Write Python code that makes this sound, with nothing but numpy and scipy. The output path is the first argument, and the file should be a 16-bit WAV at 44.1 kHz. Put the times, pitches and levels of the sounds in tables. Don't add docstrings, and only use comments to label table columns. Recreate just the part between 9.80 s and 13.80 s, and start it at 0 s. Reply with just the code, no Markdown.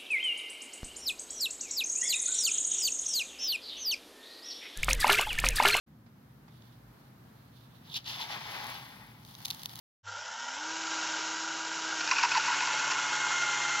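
import sys
import numpy as np
from scipy import signal
from scipy.fft import rfft, irfft
from scipy.io import wavfile
from scipy.ndimage import uniform_filter1d

SR = 44100
rng = np.random.default_rng(int(sys.argv[2]) if len(sys.argv) > 2 else 0)


def digitize_waveform(pressure):
    field = np.atleast_2d(pressure).T
    bounded = np.clip(field, -1, 1)
    quanta = np.round(bounded * 32767).astype(np.int16)
    wavfile.write(sys.argv[1], SR, quanta)


N = 176400
START_S, RISE_S, CONTACT_S = 0.23, 0.053, 2.1
GEAR_RATIO, TEETH, SEGMENTS = 18.3, 5, 24

# multiple of the shaft speed (rounded to halves in use),
# then levels in dB when spinning up, running free and under load.
PARTIALS = [(1, -89, -69, -60), (2, -59, -50.5, -59.5), (2.5, -83, -77, -57.5), (4, -78, -60, -67.5),
            (5, -75, -58, -67.5), (6, -56, -48.5, -45), (7.5, -62, -57.5, -50.5), (9, -71, -57, -57.5),
            (10, -70, -51, -40), (12, -68.5, -60, -60), (14, -69, -59.5, -49.5), (15, -54.5, -64, -40.5),
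            (18, -60, -58.5, -59.5), (20, -71, -66, -51), (22.5, -74, -69.5, -49.5),
            (24, -58, -57.5, -56.5), (30, -71.5, -71, -55), (31, -72.5, -72, -53), (41.8, -69, -53, -65),
            (43.8, -68, -68, -52), (46.2, -72, -64, -57.5), (48.4, -63, -75, -56),
            (54.1, -55.5, -74, -76.5)]
def whine(t, turns, speed, spin, load):
    out, knock_gain = 0, amp(knock_db(t))
    flare_hz, flare_width_hz = CASE_MODES[1][0], 89
    for order, spin_db, free_db, loaded_db in PARTIALS:
        order = round(2 * order) / 2
        hum = order < 3
        detuning = 2 * (order * speed - flare_hz) / flare_width_hz
        flare = 1 + 1.8 * spin * knock_gain / (1 + detuning ** 2) ** 2
        fade = np.minimum(speed / 135, 1) ** (13 if hum else 1.7)
        flutter_db = (1.06 if hum else 2.12 + spin) * walk(55)
        db = free_db + (spin_db - free_db) * spin + (loaded_db - free_db) * load + flutter_db
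        phase = 2 * np.pi * (order * turns + rng.random())
        mesh_play = .33 * min(order / SEGMENTS, 1) * walk(70)
        out += flare * fade * amp(db) * np.sqrt(2) * np.sin(phase + mesh_play)
    return out

# frequency in Hz, bandwidth in Hz, gain in dB.
CASE_MODES = [(889, 130, -12.5), (952, 69, -7.5), (1397, 120, 0), (1481, 145, -2), (1584, 30, -1.5)]
# time in seconds, relative level in dB.
RATTLE_LEVEL = [(.27, -41), (.4, -40.5), (.72, -39.5), (1.0, -37), (1.2, -35.5), (1.8, -37.5),
                (2.15, -35.5), (2.3, -37), (2.42, -33), (3.3, -33.5), (4.0, -34)]
def gear_rattle(t, turns, load):
    strikes = np.diff(np.floor(TEETH * turns), prepend=0) * rng.standard_normal(N)
    force = unit(strikes) + 0.59 * rng.standard_normal(N)
    throb_db = 1.5 * load * np.cos(6 * np.pi * turns / GEAR_RATIO + .6 * walk(8))
    knock_gain = amp(knock_db(t))
    rattle = body(force * amp(throb_db), CASE_MODES) * knock_gain ** 0.26
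    main_mode = np.sqrt(2) * np.sin(2 * np.pi * CASE_MODES[2][0] * t + walk(40))
    clang = amp(-2.5) * (knock_gain - 1) * main_mode
    return (rattle + clang) * amp(curve(t, RATTLE_LEVEL) - 4.5)

# time in seconds, strength in dB.
TOOTH_KNOCKS = [(.268, 7), (.281, 3.5), (.294, 9.5), (.356, 8), (.375, 10), (.387, 7.5), (.493, 8.5),
                (.546, 8.5), (.594, 8), (0.641, 9), (.688, 10), (1.828, 3), (2.13, 9), (2.233, 11),
                (2.338, 8), (2.442, 12), (2.482, 0), (2.602, 3), (2.642, 3), (2.73, 8), (2.797, 8.5),
                (2.905, 11), (2.98, 7), (3.19, 3), (3.4, 3), (3.442, 9.5), (3.527, 10.5), (3.622, 6),
                (3.692, 13), (3.703, 1), (3.74, 7), (3.85, 2.5), (3.956, 14)]
def knock_db(t, half_width_s=0.0076):
    return sum(db * np.exp(-((t - at) / half_width_s) ** 2) for at, db in TOOTH_KNOCKS)

# frequency in Hz, bandwidth in Hz, gain in dB.
PIPE_MODES = [(1464, 170, 6), (1860, 250, -1), (2490, 350, 6), (2846, 440, 1), (3670, 280, -8),
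              (4550, 800, -2.5), (5560, 480, -1)]
# time in seconds, level in dB.
SCRAPE_LEVEL = [(2.1, -74), (2.23, -47), (2.35, -36.5), (2.6, -38), (3.0, -39), (3.3, -44.5), (4.0, -52.5)]
# time in seconds, half-width in seconds, crunch level in dB,
# boom level in dB, boom frequency in Hz.
CATCHES = [(2.209, 0.0067, -29.5, -46, 2695), (2.277, .004, -27, -46, 2570),
           (2.288, 0.0086, -34, -45, 2570), (2.314, 0.0036, -21, -27.5, 2750),
           (2.318, 0.012, -30.5, -23, 1022), (2.333, 0.0037, -30, -28, 2700),
           (2.365, 0.0046, -38, -26, 2585), (2.387, .006, -25.5, -33, 1050),
           (2.395, 0.0037, -30, -26, 2370), (2.432, .009, -26.5, -42, 2750),
           (2.435, 0.0065, -26, -21.5, 990), (2.45, 0.0098, -28, -22.5, 976),
           (2.516, .014, -32, -33.5, 2550), (2.55, 0.0058, -28.5, -29, 1000), (2.56, .011, -34, -24.5, 982),
           (2.575, 0.011, -25.5, -23, 920), (2.639, .005, -33, -38, 2600), (2.68, 0.012, -39, -27.5, 970),
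           (2.698, 0.014, -33, -28.5, 991), (2.747, 0.011, -32.5, -38, 2600),
           (2.807, 0.0018, -29, -27, 970), (2.828, .008, -33, -27.5, 970), (2.872, 0.005, -29, -32, 1000),
           (2.884, 0.0052, -38, -30, 1000), (2.937, 0.013, -37, -40.5, 635),
           (2.996, .005, -35, -30.5, 2650), (3.071, 0.0063, -50, -40, 576),
           (3.117, 0.017, -32.5, -33, 1050)]
def cutting(t, turns, chips):
    scrape_db = curve(t, SCRAPE_LEVEL) + 2 * np.cos(4 * np.pi * turns / GEAR_RATIO) + 2 * walk(80)
    power = amp(scrape_db) ** 2
    slip = walk(200) + .3 * walk(600)
    grip = unit(1 + .3 * walk(600))
    boom, lag_s = 0, .0036
    for at, half_width, crunch_db, boom_db, hz in CATCHES:
        power += (amp(crunch_db) * np.exp(-2 * ((t - at) / half_width) ** 2)) ** 2
        push = amp(boom_db) * np.sqrt(2) * grip * np.exp(-2 * ((t - at - lag_s) / half_width) ** 2)
        judder = 2 * np.pi * hz * t + slip
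        octave = amp(-11.5) * push * np.sin(2 * judder)
        boom += ring(push * np.sin(judder) + 1e-18, hz, width=300) + octave
    return body(chips, PIPE_MODES) * np.sqrt(power) + boom

def chip_impulses(per_s=3800):
    breaks = rng.random(N) < per_s / SR
    return breaks * rng.choice([-1, 1], N) * amp(1.5 * rng.standard_normal(N))

# time in seconds, treble level in dB.
HISS_LEVEL = [(.27, -52), (.45, -48.5), (.6, -47), (.85, -43), (1.24, -38.5), (1.55, -40), (1.9, -41.5),
              (2.25, -38.5), (2.6, -39.5), (3.1, -39), (4.0, -38.5)]
# frequency in Hz, relative level in dB.
SPIN_SPECTRUM = [(20, -39.5), (55, -14), (90, -19), (200, -14.5), (380, -15.5), (500, -2), (700, -2),
                 (950, 10.5), (1150, -12), (1900, -1), (2450, -7), (2950, 3), (3700, -4), (4600, -7),
                 (5300, 1), (6600, -2.5), (7600, -6.5)]
FREE_SPECTRUM = [(20, -25), (50, -18.5), (80, -21), (170, -16.5), (280, -10.5), (450, -6.5), (650, -6),
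                 (850, 1.5), (1200, -4), (1800, -5), (2200, -2.5), (2450, -3.5), (2850, 1), (3400, -3.5),
                 (4600, -3.5), (5300, -1), (6600, -1.5), (7500, -7)]
LOADED_SPECTRUM = [(20, -35), (50, -19.5), (80, -24.5), (170, -11), (250, -13), (400, -5), (650, -4.5),
                   (850, 1.5), (1100, -2.5), (1800, 3.5), (2300, 1), (2850, 5), (3300, 2.5), (3650, 0.5),
                   (4900, -3.5), (5500, 1.5), (6800, 3), (7500, -1.5)]
def brush_and_fan_hiss(t, turns, spin, load):
    pulsing = 1 + 0.48 * np.cos(2 * np.pi * SEGMENTS * turns) + 0.13 * np.cos(2 * np.pi * turns)
    sparks = pulsing * amp(walk(250) + .5 * walk(50))
    states = [(spin, SPIN_SPECTRUM, 0), (1 - spin - load, FREE_SPECTRUM, -1.5), (load, LOADED_SPECTRUM, 0)]
    hiss = 0
    for share, spectrum, db in states:
        hiss += np.sqrt(np.abs(share)) * amp(db) * colour(sparks * rng.standard_normal(N), spectrum)
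    return hiss * amp(curve(t, HISS_LEVEL))

# frequency in Hz, bandwidth in Hz, gain in dB.
WALL_MODES = [(971, 114, 2), (1180, 160, -9.5)]
# time in seconds, level in dB.
GROAN_LEVEL = [(2.25, -57), (2.4, -42), (2.95, -41.5), (3.53, -41.5), (3.58, -48)]
def wall_groan(t, chips):
    return body(chips, WALL_MODES) * amp(curve(t, GROAN_LEVEL) + 2 * walk(40))

def starting_hum(t, hz=100, t60_s=0.58):
    age = np.maximum(t - START_S, 0)
    return amp(-46) * np.exp(-np.log(1000) * age / t60_s) * np.sin(2 * np.pi * hz * age)

def amp(db):
    return 10 ** (np.asarray(db) / 20)

def unit(x):
    return x / np.sqrt(np.mean(x ** 2) + 1e-20)

def curve(t, rows):
    return np.interp(t, *np.array(rows, float).T)

def walk(rate):
    k = max(2, int(SR / rate))
    steps = np.repeat(rng.standard_normal(N // k + 1), k)
    return unit(uniform_filter1d(uniform_filter1d(steps, k), k)[:N])

def ring(x, hz, width):
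    return signal.lfilter(*signal.iirpeak(hz, hz / width, fs=SR), x)

def body(x, modes):
    y = sum((-1) ** k * amp(db) * ring(x, hz, width) for k, (hz, width, db) in enumerate(modes))
    return unit(signal.sosfilt(signal.butter(4, 0.81 * modes[0][0], "high", fs=SR, output="sos"), y))

def colour(x, points):
    f = np.arange(N // 2 + 1) * SR / N + 1e-3
    hz, db = np.array(points).T
    spectrum = rfft(x) * amp(np.interp(np.log(f), np.log(hz), db))
    treble = irfft(spectrum * ((f > 4800) & (f < 7500)), N)
    return irfft(spectrum, N) / treble.std()

# time in seconds, turns per second.
SHAFT_SPEED = [(.23, 70), (.3, 82.5), (.4, 101), (.5, 115), (.6, 124.3), (.73, 133), (.8, 152), (.87, 159),
               (.95, 161.4), (1.06, 161.7), (1.22, 159.3), (1.35, 159), (1.6, 160.6), (1.85, 161.2),
               (2.08, 160.4), (2.21, 158.6), (2.36, 150), (2.6, 145.8), (2.75, 145.7), (2.95, 143.8),
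               (3.05, 144.2), (3.3, 143.6), (3.8, 139.9), (4.0, 140.6)]
def scene(free_hz=160, loaded_hz=141.5):
    t = np.arange(N) / SR
    speed, pressed = curve(t, SHAFT_SPEED), t > CONTACT_S
    spin = np.clip((free_hz - speed) / 14, 0, 1) * (1 - pressed)
    load = np.clip((free_hz - speed) / (free_hz - loaded_hz), 0, 1) * pressed
    drag = .003 * load * np.sin(2 * np.pi * np.cumsum(speed) / SR / GEAR_RATIO)
    turns = np.cumsum(speed * (1 + drag + .0013 * walk(25))) / SR
    running = np.clip((t - START_S) / RISE_S, 0, 1)
    drill = whine(t, turns, speed, spin, load) + gear_rattle(t, turns, load)
    drill += brush_and_fan_hiss(t, turns, spin, load)
    chips = chip_impulses()
    pipe = cutting(t, turns, chips) + wall_groan(t, chips)
    sound = running ** 1.34 * drill + pressed * pipe + running * starting_hum(t)
    return np.array([sound, sound])

def record(dry, roll_off_hz=7560, top_hz=8300):
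    soft = signal.sosfilt(signal.cheby1(10, .5, roll_off_hz, fs=SR, output="sos"), dry)
    return signal.sosfilt(signal.ellip(10, .2, 80, top_hz, fs=SR, output="sos"), soft)

dry = scene()
out = record(dry)
digitize_waveform(out)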